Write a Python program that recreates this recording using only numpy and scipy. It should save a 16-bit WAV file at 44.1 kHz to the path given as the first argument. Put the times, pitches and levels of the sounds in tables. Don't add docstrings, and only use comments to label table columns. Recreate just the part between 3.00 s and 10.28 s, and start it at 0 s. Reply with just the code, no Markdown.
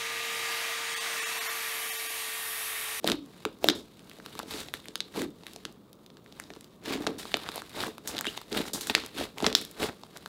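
import sys
import numpy as np
from scipy import signal
from scipy.fft import rfft, irfft
from scipy.io import wavfile

SR = 44100
rng = np.random.default_rng(int(sys.argv[2]) if len(sys.argv) > 2 else 0)


def store_pcm(level_fs):
    pcm = np.round(np.clip(level_fs, -1, 1) * 32767).astype(np.int16)
    wavfile.write(sys.argv[1], SR, np.atleast_2d(pcm).T)


N = 321027
HISS_TOP_HZ = 15750

# time_s (the sound starts 0.9 ms later), snap_peak_db, snap_pitch_hz, pocket_pitch_hz,
# pocket_ring_db, table_push_db, film_crack_db (ring and crack: rms over 5 ms)
BURSTS = [(0.0433, -19, 4370, 560, -24, -20, -46), (0.0746, -8.5, 3740, 616, -31, -36, -29),
          (0.0862, -19, 3980, 1640, -29, -16.5, -56), (0.0987, -11.5, 3300, 1440, -33, -16, -34),
          (0.117, -8.5, 3480, 615, -38, -26, -35), (0.4513, -15.5, 2300, 1217, -27.5, -25.5, -36),
          (0.642, -11, 3200, 540, -17.5, -30, -26), (0.6858, -0.5, 3870, 1830, -22.5, -16.5, -19),
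          (0.6984, -7.5, 3650, 1550, -42, -42, -39), (0.7018, -13.5, 3900, 595, -35, -21, -40),
          (0.993, -42, 2980, 589, -62, -59, -57), (1.0959, -33.5, 3700, 1490, -60.5, -60, -49.5),
          (1.1134, -32.5, 2230, 650, -65, -60, -68), (1.186, -41, 3590, 595, -51, -37, -66),
          (1.1994, -42, 4090, 1430, -46.5, -60, -66), (1.261, -26.5, 2950, 1340, -43, -37, -46.5),
          (1.352, -37, 3890, 1050, -43.5, -35, -49), (1.3906, -21, 3600, 890, -35.5, -30.5, -37.5),
          (1.3988, -40, 3700, 1140, -34, -39, -59), (1.4304, -33, 3710, 563, -42, -34, -59),
          (1.537, -23, 3700, 1310, -53, -26, -57), (1.6024, -31, 3710, 991, -48, -60, -42),
          (1.6846, -26, 3300, 660, -46.5, -51, -60), (1.7382, -18, 2920, 1804, -34, -33, -36.5),
          (1.856, -53, 3320, 2130, -45.5, -52, -50), (1.8835, -28, 3800, 590, -50, -34, -47),
          (1.9554, -14, 3640, 1610, -40, -37, -38), (2.004, -11.5, 4130, 1970, -72, -40, -56),
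          (2.1598, -29, 3630, 707, -36, -47, -55), (2.218, -27, 2070, 1660, -40, -43, -37),
          (2.4343, -36, 3880, 875, -51.5, -54, -66), (2.4662, -26, 3030, 1920, -52, -52, -47),
          (2.5607, -30.5, 4470, 600, -42.5, -44, -47), (2.6516, -22, 2800, 1450, -41, -32, -37.5),
          (2.5338, -41, 4020, 580, -63, -55, -48), (2.9295, -41, 3680, 616, -63, -66, -52),
          (3.062, -39.5, 3620, 595, -76.5, -57, -56), (3.1014, -40, 3400, 864, -64, -56, -71),
          (3.1695, -37.5, 3880, 1520, -57, -48, -71), (3.261, -44, 2340, 1780, -56, -65, -73),
          (3.3238, -34, 4240, 563, -54, -57, -63), (3.3985, -44, 2060, 1760, -38, -61, -40),
          (3.4377, -34, 4870, 977, -59, -54, -65), (3.5027, -29, 1990, 590, -42.5, -36, -60),
          (3.5358, -35, 3830, 1390, -54, -53, -58), (3.5624, -42, 2790, 990, -50.5, -35, -60),
          (3.6087, -34.5, 3640, 640, -78, -62, -49), (3.6431, -36.5, 3840, 576, -71, -77, -54),
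          (4.0208, -29, 3910, 1200, -46, -44, -46), (4.0665, -14.5, 3900, 1350, -27, -22, -48),
          (4.0706, -16, 3600, 540, -26.5, -42, -43), (4.2531, -31, 3750, 1060, -40, -40, -62),
          (4.341, -5.5, 2780, 602, -25, -23, -59), (4.3688, -21, 3800, 1250, -36, -36.5, -39),
          (4.4623, -33, 2570, 1730, -44, -55, -63), (4.4882, -19, 3020, 1210, -32.5, -31, -46),
          (4.5173, -29, 4000, 1900, -46, -53, -49), (4.5435, -47, 2500, 1110, -46.5, -57, -60),
          (4.558, -40, 3820, 630, -38.5, -43, -35), (4.578, -27, 3340, 830, -35, -57, -59),
          (4.6189, -55, 2270, 1240, -39, -40, -48), (4.8361, -23, 2380, 1320, -29, -52, -49),
          (4.8805, -37, 3210, 895, -40.5, -26, -51), (4.9807, -35, 2400, 1180, -43, -40, -47),
          (5.0743, -38, 4200, 1630, -42, -34, -31), (5.1486, -28, 3020, 574, -38.5, -42, -59),
          (5.1675, -22, 3580, 1930, -52, -52, -55), (5.1806, -17, 3670, 1630, -48, -33, -49),
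          (5.1884, -15.5, 3270, 970, -48, -43, -39), (5.2095, -34, 3630, 1390, -34, -51, -29.5),
          (5.244, -25, 2180, 1840, -43, -50, -50), (5.253, -25, 3240, 1600, -32.5, -42, -46),
          (5.2674, -13.5, 2870, 548, -36, -22.5, -49), (5.3751, -19.5, 3070, 934, -37, -46, -56),
          (5.4144, -35, 3670, 1050, -45.5, -54, -48), (5.5271, -18.5, 4040, 560, -47, -21, -46),
          (5.7356, -43, 5590, 560, -42, -32, -37), (5.81, -39, 3890, 1440, -51, -38, -33.5),
          (5.8708, -39, 4130, 1520, -40, -47, -36), (5.897, -10.5, 2550, 910, -30, -22, -64),
          (5.9497, 0, 3430, 2214, -19.5, -34, -53), (5.979, -39, 3500, 1200, -36, -43, -57),
          (6.0366, -27, 3800, 1120, -42.5, -33, -66), (6.0615, -34, 3890, 840, -52, -53, -41),
          (6.2098, -30, 3270, 550, -29, -30, -58), (6.3824, -23, 2590, 1060, -46, -53, -44),
          (6.4025, -24, 3430, 920, -35.5, -56, -52), (6.424, -35, 4270, 566, -27, -13.5, -41),
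          (6.4431, -13.5, 2960, 1010, -26.5, -33, -58), (6.4636, -8, 3060, 590, -28.5, -14, -54),
          (6.4651, -3, 4260, 1830, -28, -9.5, -55), (6.527, -37, 3540, 563, -49, -30, -33.5),
          (6.5504, 3.5, 4580, 1770, -37, -29, -29), (6.6128, -43, 3640, 1400, -51, -31, -39),
          (6.6495, -31, 3550, 1710, -64, -56, -40), (6.712, -62, 3980, 1750, -67, -54, -45),
          (7.0343, -33.5, 3550, 890, -43, -45, -59), (7.1713, -34.5, 3820, 573, -69, -56, -45),
          (7.2594, -27, 3480, 1330, -37, -52, -47)]
REBOUND = 0.3


def pops():
    length = 900
    air, push = np.zeros(N + length), np.zeros(N)
    t = np.arange(length) / SR
    push_signs = rng.choice([-1, 1], len(BURSTS))
    noises = rng.standard_normal((len(BURSTS), length))
    for burst, sign, noise in zip(BURSTS, push_signs, noises):
        time_s, snap_db, snap_hz, pocket_hz, ring_db, push_db, crack_db = burst
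        start = round((time_s + 0.000898) * SR)

        snap = np.sin(2 * np.pi * snap_hz * t) * swell(t, snap_hz, cycles=0.36)
        film_flap = band(noise * np.exp(-t / .0015), 1800, 7000)
        snap += film_flap / 4
        lag = int(SR / pocket_hz)
        snap[lag:] += REBOUND * snap[:-lag].copy()
        snap /= np.abs(snap).max()

        rising_turn = 2 * np.pi * pocket_hz * t * (1 + 30 * t)
        pocket = np.sin(rising_turn) * swell(t, pocket_hz, cycles=0.42)
        crack = band(noise[::-1] * swell(t, snap_hz, cycles=0.18), 4500, 16400, order=1)

        pop = from_db(snap_db) * snap
        pop += from_db(ring_db) * short_rms_one(pocket)
        pop += from_db(crack_db) * short_rms_one(crack)
        air[start:start + length] += pop
        push[start] += from_db(push_db) * sign
    return band(air[:N], 240, 13000) + .5 * table(push)


def swell(t, hz, cycles):
    u = t * hz / cycles
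    return u * np.exp(1 - u)


def short_rms_one(x):
    return x / np.sqrt(np.sum(x ** 2) * 200 / SR)


# pitch_hz, level_db, t60_s (time to fade by 60 dB)
TABLE_MODES = [(148, -12, 0.036), (197, -0.5, 0.035), (262, -2, 0.044), (312, 0, 0.055), (363, 3, 0.021),
               (436.5, -3.5, 0.072), (572, -6.5, 0.025)]


def table(push):
    out = 0
    for k, (hz, db, t60) in enumerate(TABLE_MODES):
        out = out + (-1) ** k * from_db(db) * ring(push, hz, t60)
    return out


def kneading():
    crackle_db, squelch_db, fizz_db, boom_db = efforts()
    clicks = grains(4500, spread_db=2.5, clump_db=3.5)
    crackle = cells(clicks, 2350, 4800, cycles=1.83)
    squelch = cells(grains(1400, spread_db=4.0, clump_db=4.5), 680, 1800, cycles=3.1)

    fizz = band(clicks + 0.38 * rng.standard_normal(N), 3800, 7400, order=1)
    fizz = rms_one(band(fizz, 3970, HISS_TOP_HZ, order=4))

    ticks = rms_one(band(grains(60, spread_db=4.5, clump_db=4.5), 2500, 13000, order=1))
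    tick_db = np.minimum(crackle_db, -58) - 9

    boom = rms_one(table(grains(900, spread_db=5.5, clump_db=1.0)))
    rumble = rms_one(band(rng.standard_normal(N), 23, 225))
    rumble_db = -59 + .5 * (boom_db + 52)

    foam = from_db(crackle_db) * crackle + from_db(squelch_db) * squelch
    foam += from_db(fizz_db) * fizz + from_db(tick_db) * ticks
    return foam + from_db(boom_db) * boom + from_db(rumble_db) * rumble


# start_s, length_s, crackle_db, squelch_db, fizz_db, boom_db
SQUEEZES = [(0.058, 0.066, -38.5, -42.5, -43.5, -37), (0.633, 0.08, -49, -43, -46, -46),
            (1.326, 0.11, -51.5, -68, -59, -55.5), (1.489, 0.15, -41.5, -47, -44, -47),
            (2.152, 0.086, -40, -42, -45, -37.5), (3.856, 0.12, -36, -38.5, -57, -36.5),
            (4.002, 0.051, -50.5, -45, -53.5, -38.5), (4.43, 0.082, -51, -53, -64, -65),
            (4.551, 0.046, -46, -41.5, -49.5, -79), (4.757, 0.13, -39, -39.5, -44.5, -41),
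            (5.055, 0.17, -46.5, -47, -53, -48), (5.248, 0.074, -45, -51.5, -48, -51),
            (5.32, 0.097, -49.5, -55, -57, -72), (5.522, 0.11, -36.5, -39, -43.5, -34),
            (5.653, 0.035, -44, -47, -44, -46), (5.804, 0.12, -48.5, -53, -50, -49.5),
            (6.162, 0.093, -37, -44, -46, -40), (6.373, 0.068, -59, -47, -56.5, -58),
            (6.425, 0.09, -37, -35, -67, -35.5), (6.797, 0.082, -36.5, -32, -41, -37.5),
            (7.151, 0.022, -53, -45.5, -57, -52)]
# start_s, fade_db_per_s, crackle_db, squelch_db, fizz_db, boom_db
CAVE_INS = [(0.451, 250, -70, -53, -76, -38.5), (.75, 188, -50.5, -53, -48.5, -42.5),
            (1.74, 303, -46.5, -54, -48, -62), (2.652, 200, -67, -53, -64, -51),
            (4.073, 208, -51, -40, -58, -27), (4.186, 28, -45.5, -66, -51.5, -53),
            (4.343, 56, -48, -47, -62, -61), (5.735, 204, -45, -38, -47, -36.5),
            (5.897, 400, -33, -43, -55, -35), (5.952, 143, -34.5, -55, -62, -42),
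            (6.553, 137, -39.5, -60, -41.5, -42)]
# time_s, level_db
SETTLING = [(0, -67.5), (.25, -64.5), (.42, -60.5), (.57, -67.5), (.9, -66.5), (1.3, -58.5), (2.1, -63.5),
            (2.34, -67), (2.52, -57.5), (2.76, -72), (3.25, -70), (3.42, -59), (3.8, -69), (4.7, -60),
            (5.02, -66), (5.5, -61), (6.32, -64.5), (6.75, -62.5), (7.28, -63)]
# crackle_db, squelch_db, fizz_db, boom_db
SETTLING_SHARES = [-0.5, -4, -4, -2]
GRIP_DB_PER_S = 559
LET_GO_DB_PER_S, BOOM_FADE_DB_PER_S = 452, 199
ARCH_DB = 6.5


def efforts():
    t = np.arange(0, N + 64, 64) / SR
    settling_db = np.interp(t, *np.transpose(SETTLING))
    power = from_db(settling_db + np.array(SETTLING_SHARES)[:, None]) ** 2
    falls = np.array([LET_GO_DB_PER_S] * 3 + [BOOM_FADE_DB_PER_S])[:, None]
    for start, length, *levels_db in SQUEEZES:
        arch = ARCH_DB * np.clip(2 * (t - start) / length - 1, -1, 1) ** 2
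        before, after = np.maximum(start - t, 0), np.maximum(t - start - length, 0)
        edges = GRIP_DB_PER_S * before + falls * after
        power = power + from_db(np.array(levels_db)[:, None] - arch - edges) ** 2
    for start, fade, *levels_db in CAVE_INS:
        drop = fade * np.maximum(t - start, 0)
        power = power + (t >= start) * from_db(np.array(levels_db)[:, None] - drop) ** 2
    return [np.interp(np.arange(N) / SR, t, 10 * np.log10(p)) for p in power]


def grains(per_s, spread_db, clump_db):
    sizes = from_db(spread_db * np.minimum(rng.exponential(1, N), 5))
    signs = rng.choice([-1, 1], N)
    clumps = from_db(clump_db * drift(70))
    happens = rng.random(N) < per_s / SR
    return sizes * signs * happens * clumps


def cells(clicks, low_hz, high_hz, cycles, count=10):
    dealt = rng.integers(0, count, N)
    pitches = np.geomspace(low_hz, high_hz, count)
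    out = 0
    for k, hz in enumerate(pitches):
        out = out + ring(clicks * (dealt == k), hz, cycles / hz)
    return rms_one(out)


# start_s, length_s, start_pitch_hz, end_pitch_hz, level_db
WHISTLES = [(5.258, 0.0185, 3050, 3630, -30), (5.278, 0.015, 2650, 3240, -32)]


def squeaks():
    out = np.zeros(N)
    flutter = 1 + 0.49 * drift(250)
    for s, length, start_hz, end_hz, db in WHISTLES:
        u = np.linspace(0, 1, int(length * SR))
        pitch = start_hz + (end_hz - start_hz) * u
        tone = np.sin(2 * np.pi * np.cumsum(pitch) / SR)
        fade_in_out = np.sqrt(np.sin(np.pi * u).clip(0))
        start = int(s * SR)
        out[start:start + len(u)] += from_db(db) * tone * fade_in_out
    return out * flutter


# start_s, start_level_db, t60_s (time to fade by 60 dB)
AIR_LEAKS = [(4.183, -43.5, 0.25), (5.075, -34, 0.17), (5.7332, -31, 0.21), (5.8092, -37.5, .14),
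             (5.870, -39, 0.14)]


def leaks():
    t = np.arange(N) / SR
    hiss = band(rng.standard_normal(N), 3100, 9500, order=1)
    hiss = rms_one(band(hiss, 3300, HISS_TOP_HZ, order=4))
    gain = np.zeros(N)
    for s, db, t60 in AIR_LEAKS:
        gain += (t >= s) * from_db(db - 60 * np.maximum(t - s, 0) / t60)
    return hiss * gain


# loudest_s, level_db, pitch_hz (at loudest_s), glide_hz_per_s, fade_db_per_s
FOLDS = [(0.109, -24.5, 313, -240, 200), (0.694, -23.5, 312, 297, 445.5), (2.212, -24, 351.5, -700, 227),
         (3.875, -45, 340, -900, 430), (3.952, -28.5, 277.7, 400, 256), (4.11, -35, 344.4, 102.5, 254)]
HOOT_RISE_DB_PER_S = 401


def hollows():
    out, t = np.zeros(N), np.arange(N) / SR
    wobble_a, wobble_b = drift(55), drift(55)
    for s, db, hz, glide, fade in FOLDS:
        pitch = hz + glide * np.clip(t - s, -.05, .15)
        turn = 2 * np.pi * np.cumsum(pitch) / SR
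        level_db = db - HOOT_RISE_DB_PER_S * np.maximum(s - t, 0) - fade * np.maximum(t - s, 0)
        tone = (0.24 + 0.46 * wobble_a) * np.cos(turn) + 0.89 * wobble_b * np.sin(turn)
        out += from_db(level_db) * tone
    return out


# centre_hz, level_db (even energy per Hz),
# t60_s (time to fade by 60 dB)
ROOM_BANDS = [(318, -14, 0.14), (710, -16, 0.28), (1520, -15, 0.2), (2500, -40, 0.085), (3900, -14.5, 0.27),
              (6800, -16, 0.092), (11000, -44.5, 0.082)]


def room(x):
    t = np.arange(SR // 2) / SR
    fade_in = np.clip(t / 0.0018 - .3, 0, 1)
    reply = 0
    for hz, db, t60 in ROOM_BANDS:
        noise = band(rng.standard_normal(len(t)), hz / 1.45, hz * 1.415)
        dying = noise * from_db(-60 * t / t60) * fade_in
        dying /= np.sqrt(np.sum(dying ** 2))
        reply = reply + from_db(db) * dying * np.sqrt(hz / SR * 2)
    return signal.fftconvolve(x, reply)[:N]


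# pitch_hz, relative_level_db (per Hz)
AIR_COLOUR = [(18, -49), (30, -21.5), (173, 5), (456, -1), (770, -13.5), (1230, -11.5), (2030, -41),
              (3800, -25.5), (4560, -47), (12000, -35), (15600, -28.5)]
AIR_DB = -56


def room_tone():
    hz = np.maximum(np.arange(N // 2 + 1) * SR / N, 1)
    colour_hz, colour_db = np.transpose(AIR_COLOUR)
    gain = from_db(np.interp(np.log(hz), np.log(colour_hz), colour_db))
    gain = gain * (hz < HISS_TOP_HZ)
    return from_db(AIR_DB) * rms_one(irfft(rfft(rng.standard_normal(N)) * gain, N))


def from_db(db):
    return 10 ** (np.asarray(db) / 20)


def rms_one(x):
    return x / np.sqrt(np.mean(x ** 2) + 1e-20)


def band(x, low_hz, high_hz, order=2):
    sos = signal.butter(order, [low_hz, high_hz], "band", fs=SR, output="sos")
    return signal.sosfilt(sos, x + 1e-18)


def ring(x, hz, t60):
    r = from_db(-60 / (t60 * SR))
    w = 2 * np.pi * hz / SR
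    return signal.lfilter([0, np.sin(w)], [1, -2 * r * np.cos(w), r * r], x + 1e-18)


def drift(rate_hz):
    r = np.exp(-2 * np.pi * rate_hz / SR)
    noise = rng.standard_normal(N + 8000)
    wander = signal.lfilter([1], [1, -2 * r, r * r], noise)
    return rms_one(wander[8000:])


# pitch_hz, width_hz, boost_db
MIC_PORT = [(3770, 540, 4), (7240, 1300, 1)]


def scene():
    slime = pops() + squeaks() + leaks() + hollows() + kneading()
    for hz, width_hz, db in MIC_PORT:
        b, a = signal.iirpeak(hz, hz / width_hz, fs=SR)
        slime = slime + (from_db(db) - 1) * signal.lfilter(b, a, slime)
    return (slime + from_db(1.0) * room(slime) + room_tone())[None]


CEILING, CUTOFF_HZ = .8, 17000


def record(dry):
    lean = signal.sosfilt(signal.butter(4, 38, "high", fs=SR, output="sos"), dry)
    clipped = np.clip(lean, -CEILING, CEILING)
    return signal.sosfilt(signal.cheby2(16, 90, CUTOFF_HZ, fs=SR, output="sos"), clipped)


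dry = scene()
out = record(dry)
store_pcm(out)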